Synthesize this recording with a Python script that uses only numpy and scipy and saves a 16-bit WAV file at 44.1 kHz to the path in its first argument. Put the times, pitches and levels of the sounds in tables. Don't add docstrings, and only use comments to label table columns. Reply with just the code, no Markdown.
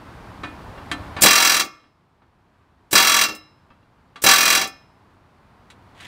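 import sys
import numpy as np
from scipy import signal
from scipy.fft import rfft, irfft
from scipy.io import wavfile
from scipy.ndimage import uniform_filter1d

SR = 44100
rng = np.random.default_rng(int(sys.argv[2]) if len(sys.argv) > 2 else 0)


def materialize(psi):
    bounded = np.clip(np.atleast_2d(psi).T, -1, 1)
    quanta = np.round(bounded * 32767).astype(np.int16)
    wavfile.write(sys.argv[1], SR, quanta)


N = 267669
T = np.arange(N) / SR
AGE_S = T[:32768]
BLOW_HZ = 42.4

# pitch_hz, level_db, t60_s
KNUCKLE_MODES = [(663, -11, 0.096), (777, -8, 0.32), (942, -6.5, 0.16), (1148, -4.5, 0.15),
                 (1170, -6.5, 0.49), (1300, -7, 0.36), (1352.5, -4.5, 0.24), (1537.7, -5, 0.15),
                 (1752, -9.5, 0.13), (1769, -4, 0.28), (2000, -6, 0.064), (2152, -15, 0.41),
                 (2229, -3, 0.081), (2394, -8, 0.13), (2466, -6.5, 0.38), (2730, 1, 0.24),
                 (2843, -10, 0.12), (3168, -3, .16), (3344, -2.5, 0.21), (3936, 2.5, 0.082),
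                 (4160, -11, 0.15), (4036, -10, 0.33), (4390, -4, 0.11), (4614, -5.5, 0.18),
                 (4770, -5.5, 0.21), (5010, -5, 0.1), (5230, -11.5, 0.04), (5675, -3.5, 0.035),
                 (6150, -5, 0.042), (6340, -12, 0.26)]
# pitch_hz, level_db, t60_s
WELL_MODES = [(272, -3, 0.37), (308, -4.5, 0.39), (713, -4.5, 0.3)]


def undb(db):
    return 10 ** (np.asarray(db) / 20)


def add(out, start_s, sound):
    i = int(start_s * SR)
    out[i:i + len(sound)] += sound[:N - i]


def noise(spectrum, size, tilt_db_oct=0, peaks=1):
    octave = np.log2(np.maximum(np.arange(size // 2 + 1) * SR / size, 1))
    hz, db = np.transpose(spectrum)
    shape_db = np.interp(octave, np.log2(hz), db) + tilt_db_oct * np.maximum(octave, np.log2(hz[0]))
    gain = undb(shape_db) * (octave > np.log2(20))
    x = irfft(rfft(rng.standard_normal(size)) * gain * peaks, size)
    return x / x.std()


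def unit(x):
    return x / np.sqrt(np.mean(x[:int(SR / BLOW_HZ)] ** 2))


def fade(rise_s, t60_s):
    return (1 - np.exp(-AGE_S / rise_s)) * np.exp(-np.log(1000) * AGE_S / t60_s)


def ring(spectrum, rise_s, t60_s, tilt_db_oct=0, peaks=1):
    return unit(noise(spectrum, len(AGE_S), tilt_db_oct, peaks) * fade(rise_s, t60_s))


def blend(repeating, fresh, share):
    return np.sqrt(1 - share) * repeating + np.sqrt(share) * fresh


def resonance(modes, width_hz, boost_db):
    hz, db, _ = np.transpose(modes)
    bins_hz = np.arange(len(AGE_S) // 2 + 1) * SR / len(AGE_S)
    detuning = (bins_hz - hz[:, None]) / width_hz
    return np.sqrt(1 + undb(db + boost_db) ** 2 @ (1 + detuning ** 2) ** -2)


def partials(modes):
    return np.array([undb(db) * np.sin(2 * np.pi * (hz * AGE_S + rng.random())) * fade(.001, t60_s)
                     for hz, db, t60_s in modes])


def strike(sines, spread_db, colour_db=0):
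    return unit(undb(colour_db + spread_db * rng.standard_normal(len(sines))) @ sines)


def outdoor_air():
    # freq_hz, level_db
    spectrum = [(25, -10), (85, 2), (250, -5.5), (500, -12), (1000, -8), (2000, -19.5), (3100, -26),
                (4600, -30), (6300, -37.5), (10500, -41.5), (15700, -48)]
    # time_s, level_db
    envelope = [(0, -41.5), (1.2, -37), (1.3, -57.5), (1.95, -61.5), (2.85, -58), (5.4, -54.5),
                (6.07, -48.5)]
    steps_s = np.arange(0, T[-1] + 1, .1)
    waver_db = .51 * np.interp(T, steps_s, rng.standard_normal(len(steps_s)))
    return noise(spectrum, N) * undb(np.interp(T, *np.transpose(envelope)) + waver_db)


def reflections(x):
    spectrum = [(100, -1.5), (300, 6), (1200, -.5), (5000, -10), (15000, -23)]  # freq_hz, level_db
    tail = noise(spectrum, len(AGE_S)) * fade(rise_s=.0025, t60_s=.5)
    return undb(-25) * signal.fftconvolve(x, tail / np.linalg.norm(tail))[:N]


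def gravel_drag(start_s=5.94, rise_s=.13, level_db=-47):
    # freq_hz, level_db
    spectrum = [(200, -5), (900, -10.5), (1600, -4.5), (1840, 10), (2100, 0), (3500, 2), (5000, -12),
                (8500, -14), (15000, -31)]
    stones_db = 3.5 * np.repeat(rng.exponential(size=N // 64 + 1), 64)[:N]
    crunch = uniform_filter1d(undb(stones_db), size=32)
    ramp = np.clip((T - start_s) / rise_s, 0, 1)
    return undb(level_db) * ramp * crunch / crunch.std() * noise(spectrum, N)


def knocks():
    # start_s, level_db, tilt_db_oct, t60_s, clink_db, note_hz
    contacts = [(.434, -31, -3, 0.17, -2.5, 1770), (0.776, -40.5, -6.5, 0.1, -7.5, 2770),
                (0.914, -27, 2, 0.092, -0.5, 3188), (1.165, -30.5, -2.5, .17, -10.5, 2450),
                (1.186, -35.5, -5, 0.092, 1, 740), (1.839, -59, -5, 0.16, -5, 2770),
                (2.218, -57.5, -6.5, .18, -12, 1295), (3.703, -54.5, -6.5, .15, -4, 2625),
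                (3.828, -61.5, -9.5, 0.092, -9, 2760), (4.158, -42, -1, .13, -6.5, 3350),
                (5.701, -48, 3.5, 0.094, -24.5, 970), (6.005, -46, 3.5, 0.13, -9, 1820)]
    # freq_hz, level_db
    spectrum = [(100, -16), (270, -3.5), (500, -7.5), (900, -1), (1400, 2.5), (2400, -5), (3900, -5.5),
                (5000, -16.5), (8500, -19), (12000, -32.5), (16000, -47)]
    out = np.zeros(N)
    knuckle, well = partials(KNUCKLE_MODES), partials(WELL_MODES)
    peaks = resonance(KNUCKLE_MODES, width_hz=23, boost_db=9.5)
    soft_db = np.interp(np.array(KNUCKLE_MODES)[:, 0], *np.transpose(spectrum))
    for start_s, level_db, tilt_db_oct, t60_s, clink_db, note_hz in contacts:
        clink = strike(knuckle, spread_db=6, colour_db=soft_db) * np.exp(-AGE_S / t60_s)
        note = unit(partials([(note_hz, 0, t60_s)])[0])
        metal = undb(-.5) * clink + undb(-5.5) * note + undb(-7) * strike(well, spread_db=2)
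        knock = ring(spectrum, .00081, t60_s, tilt_db_oct, peaks)
        add(out, start_s, undb(level_db) * (knock + undb(clink_db) * metal))
    return out


def trigger_valve():
    # start_s, level_db, rise_s, t60_s
    spurts = [(1.208, -24.5, 0.015, 0.091), (1.219, -9.5, 0.0015, 0.14), (1.644, -43, .002, 0.084),
              (2.909, -28.5, 0.0086, 0.36), (3.349, -44, 0.00091, 0.094), (4.218, -29, .009, .12),
              (4.672, -40, 0.00084, .08)]
    # freq_hz, level_db
    spectrum = [(100, -7), (300, 0), (1000, -10), (3000, -4.5), (6000, -2), (8500, 1.5), (11000, -6),
                (15500, -4)]
    out = np.zeros(N)
    for start_s, level_db, rise_s, t60_s in spurts:
        add(out, start_s, undb(level_db) * ring(spectrum, rise_s, t60_s))
    return out


def bit_lift_off():
    # pitch_hz, level_db, t60_s
    modes = [(1170, 0, .3), (1771, -5, .22), (2772, -15, .45), (3955, -12, .5), (5181, -6, .48),
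             (6988, -19, .25), (10160, -26, .3), (14125, -22, .35)]
    # start_s, level_db
    lifts = [(1.597, -40.5), (3.238, -29.5), (4.61, -34)]
    out = np.zeros(N)
    bit = partials(modes)
    for start_s, level_db in lifts:
        add(out, start_s, undb(level_db) * strike(bit, spread_db=2.5))
    return out


def piston_strokes(jitter_s=.00025, scatter_db=1.2):
    # first_s, last_s, level_db, kick_db
    bursts = [(1.259, 1.565, -1, -12.5), (2.953, 3.235, -0.5, -19), (4.263, 4.572, 0, -17.5)]
    # start_s, drive_db
    run_down = [(1.596, -1.5), (1.636, -27), (3.284, -15.5), (3.319, -28), (4.592, -9), (4.612, -5),
                (4.639, -15)]
    steady_db = np.array([-16, -22.5, -32])
    db_per_drive_db = np.array([1, 1.25, .22])
    surge_db, settle_s = np.array([6.5, 6, 7]), np.array([.052, .045, .035])
    kick_lead_s, kick_balance_db = .0247, np.array([0, -.6, -1])
    release_db, release_s = 3, .02
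    rows = [(start_s, *(steady_db + db_per_drive_db * drive_db)) for start_s, drive_db in run_down]
    for first_s, last_s, level_db, kick_db in bursts:
        rows.append((first_s - kick_lead_s, *(kick_db + kick_balance_db)))
        count = int(round((last_s - first_s) * BLOW_HZ)) + 1
        for start_s in np.linspace(first_s, last_s, count):
            extra_db = surge_db * np.exp((first_s - start_s) / settle_s)
            lost_db = release_db * np.exp((start_s - last_s) / release_s)
            drive_db = scatter_db * rng.standard_normal() - lost_db
            levels_db = level_db + steady_db + extra_db + db_per_drive_db * drive_db
            rows.append((start_s + jitter_s * rng.standard_normal(), *levels_db))
    return rows


def air_chisel():
    # pitch_hz, level_db, t60_s
    barrel_modes = [(6988, -10, .17), (7458, -1, .12), (7635, 0, .1), (7780, -4, .08), (8600, -4, .1),
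                    (10347, -5, .1), (12478, -10, .08), (13124, -6, .09), (13571, -6, .09),
                    (14125, -4, .16), (15330, -9, .06)]
    # freq_hz, level_db
    rattle_spectrum = [(150, -41), (300, -19), (600, -6), (850, -13), (1150, -1), (2000, -0.5),
                       (3000, -4.5), (3600, -0.5), (4500, -3.5), (6000, -1), (7000, -3.5), (10000, -19),
                       (16000, -27)]
    # freq_hz, level_db
    hiss_spectrum = [(1000, -23), (3000, -8.5), (6000, -14), (8500, 6), (10000, 0), (11500, -7),
                     (13000, 1.5), (15500, -1)]
    # freq_hz, level_db
    thump_spectrum = [(30, -37), (55, -26), (90, -14), (150, -7.5), (210, -1), (350, 0), (520, -0.5),
                      (900, -6.5), (2000, -35.5)]
    out = np.zeros(N)
    knuckle, barrel, well = partials(KNUCKLE_MODES), partials(barrel_modes), partials(WELL_MODES)
    rattle_shape = dict(rise_s=.003, t60_s=.12, peaks=resonance(KNUCKLE_MODES, width_hz=60, boost_db=14))
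    hiss_shape = dict(rise_s=.002, t60_s=.095, peaks=resonance(barrel_modes, width_hz=53, boost_db=2))
    port_lead_s = .0012
    same_rattle = ring(rattle_spectrum, **rattle_shape)
    same_thump = ring(thump_spectrum, rise_s=.0023, t60_s=.15)
    same_hiss = ring(hiss_spectrum, **hiss_shape)
    for start_s, blow_db, hiss_db, thump_db in piston_strokes():
        rattle = blend(same_rattle, ring(rattle_spectrum, **rattle_shape), share=.24)
        thump = blend(same_thump, ring(thump_spectrum, rise_s=.00058, t60_s=.15), share=.11)
        hiss = blend(same_hiss, ring(hiss_spectrum, **hiss_shape), share=.93)
        add(out, start_s, undb(blow_db - 6.5) * strike(knuckle, spread_db=6.5))
        add(out, start_s, undb(blow_db - .24) * rattle)
        add(out, start_s, undb(thump_db - 3) * thump)
        add(out, start_s, undb(thump_db - 13.5) * strike(well, spread_db=6))
        add(out, start_s, undb(hiss_db - 5) * strike(barrel, spread_db=5.5))
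        add(out, start_s - port_lead_s, undb(hiss_db - 1.06) * hiss)
    return out


def scene():
    work = air_chisel() + bit_lift_off() + trigger_valve() + knocks() + gravel_drag()
    return (work + reflections(work) + outdoor_air())[None]


def record(dry):
    cutoff_hz = 15620
    clipped = dry / (1 + dry ** 6) ** (1 / 6)
    return signal.sosfilt(signal.ellip(10, .2, 70, cutoff_hz, fs=SR, output="sos"), clipped)


dry = scene()
out = record(dry)
materialize(out)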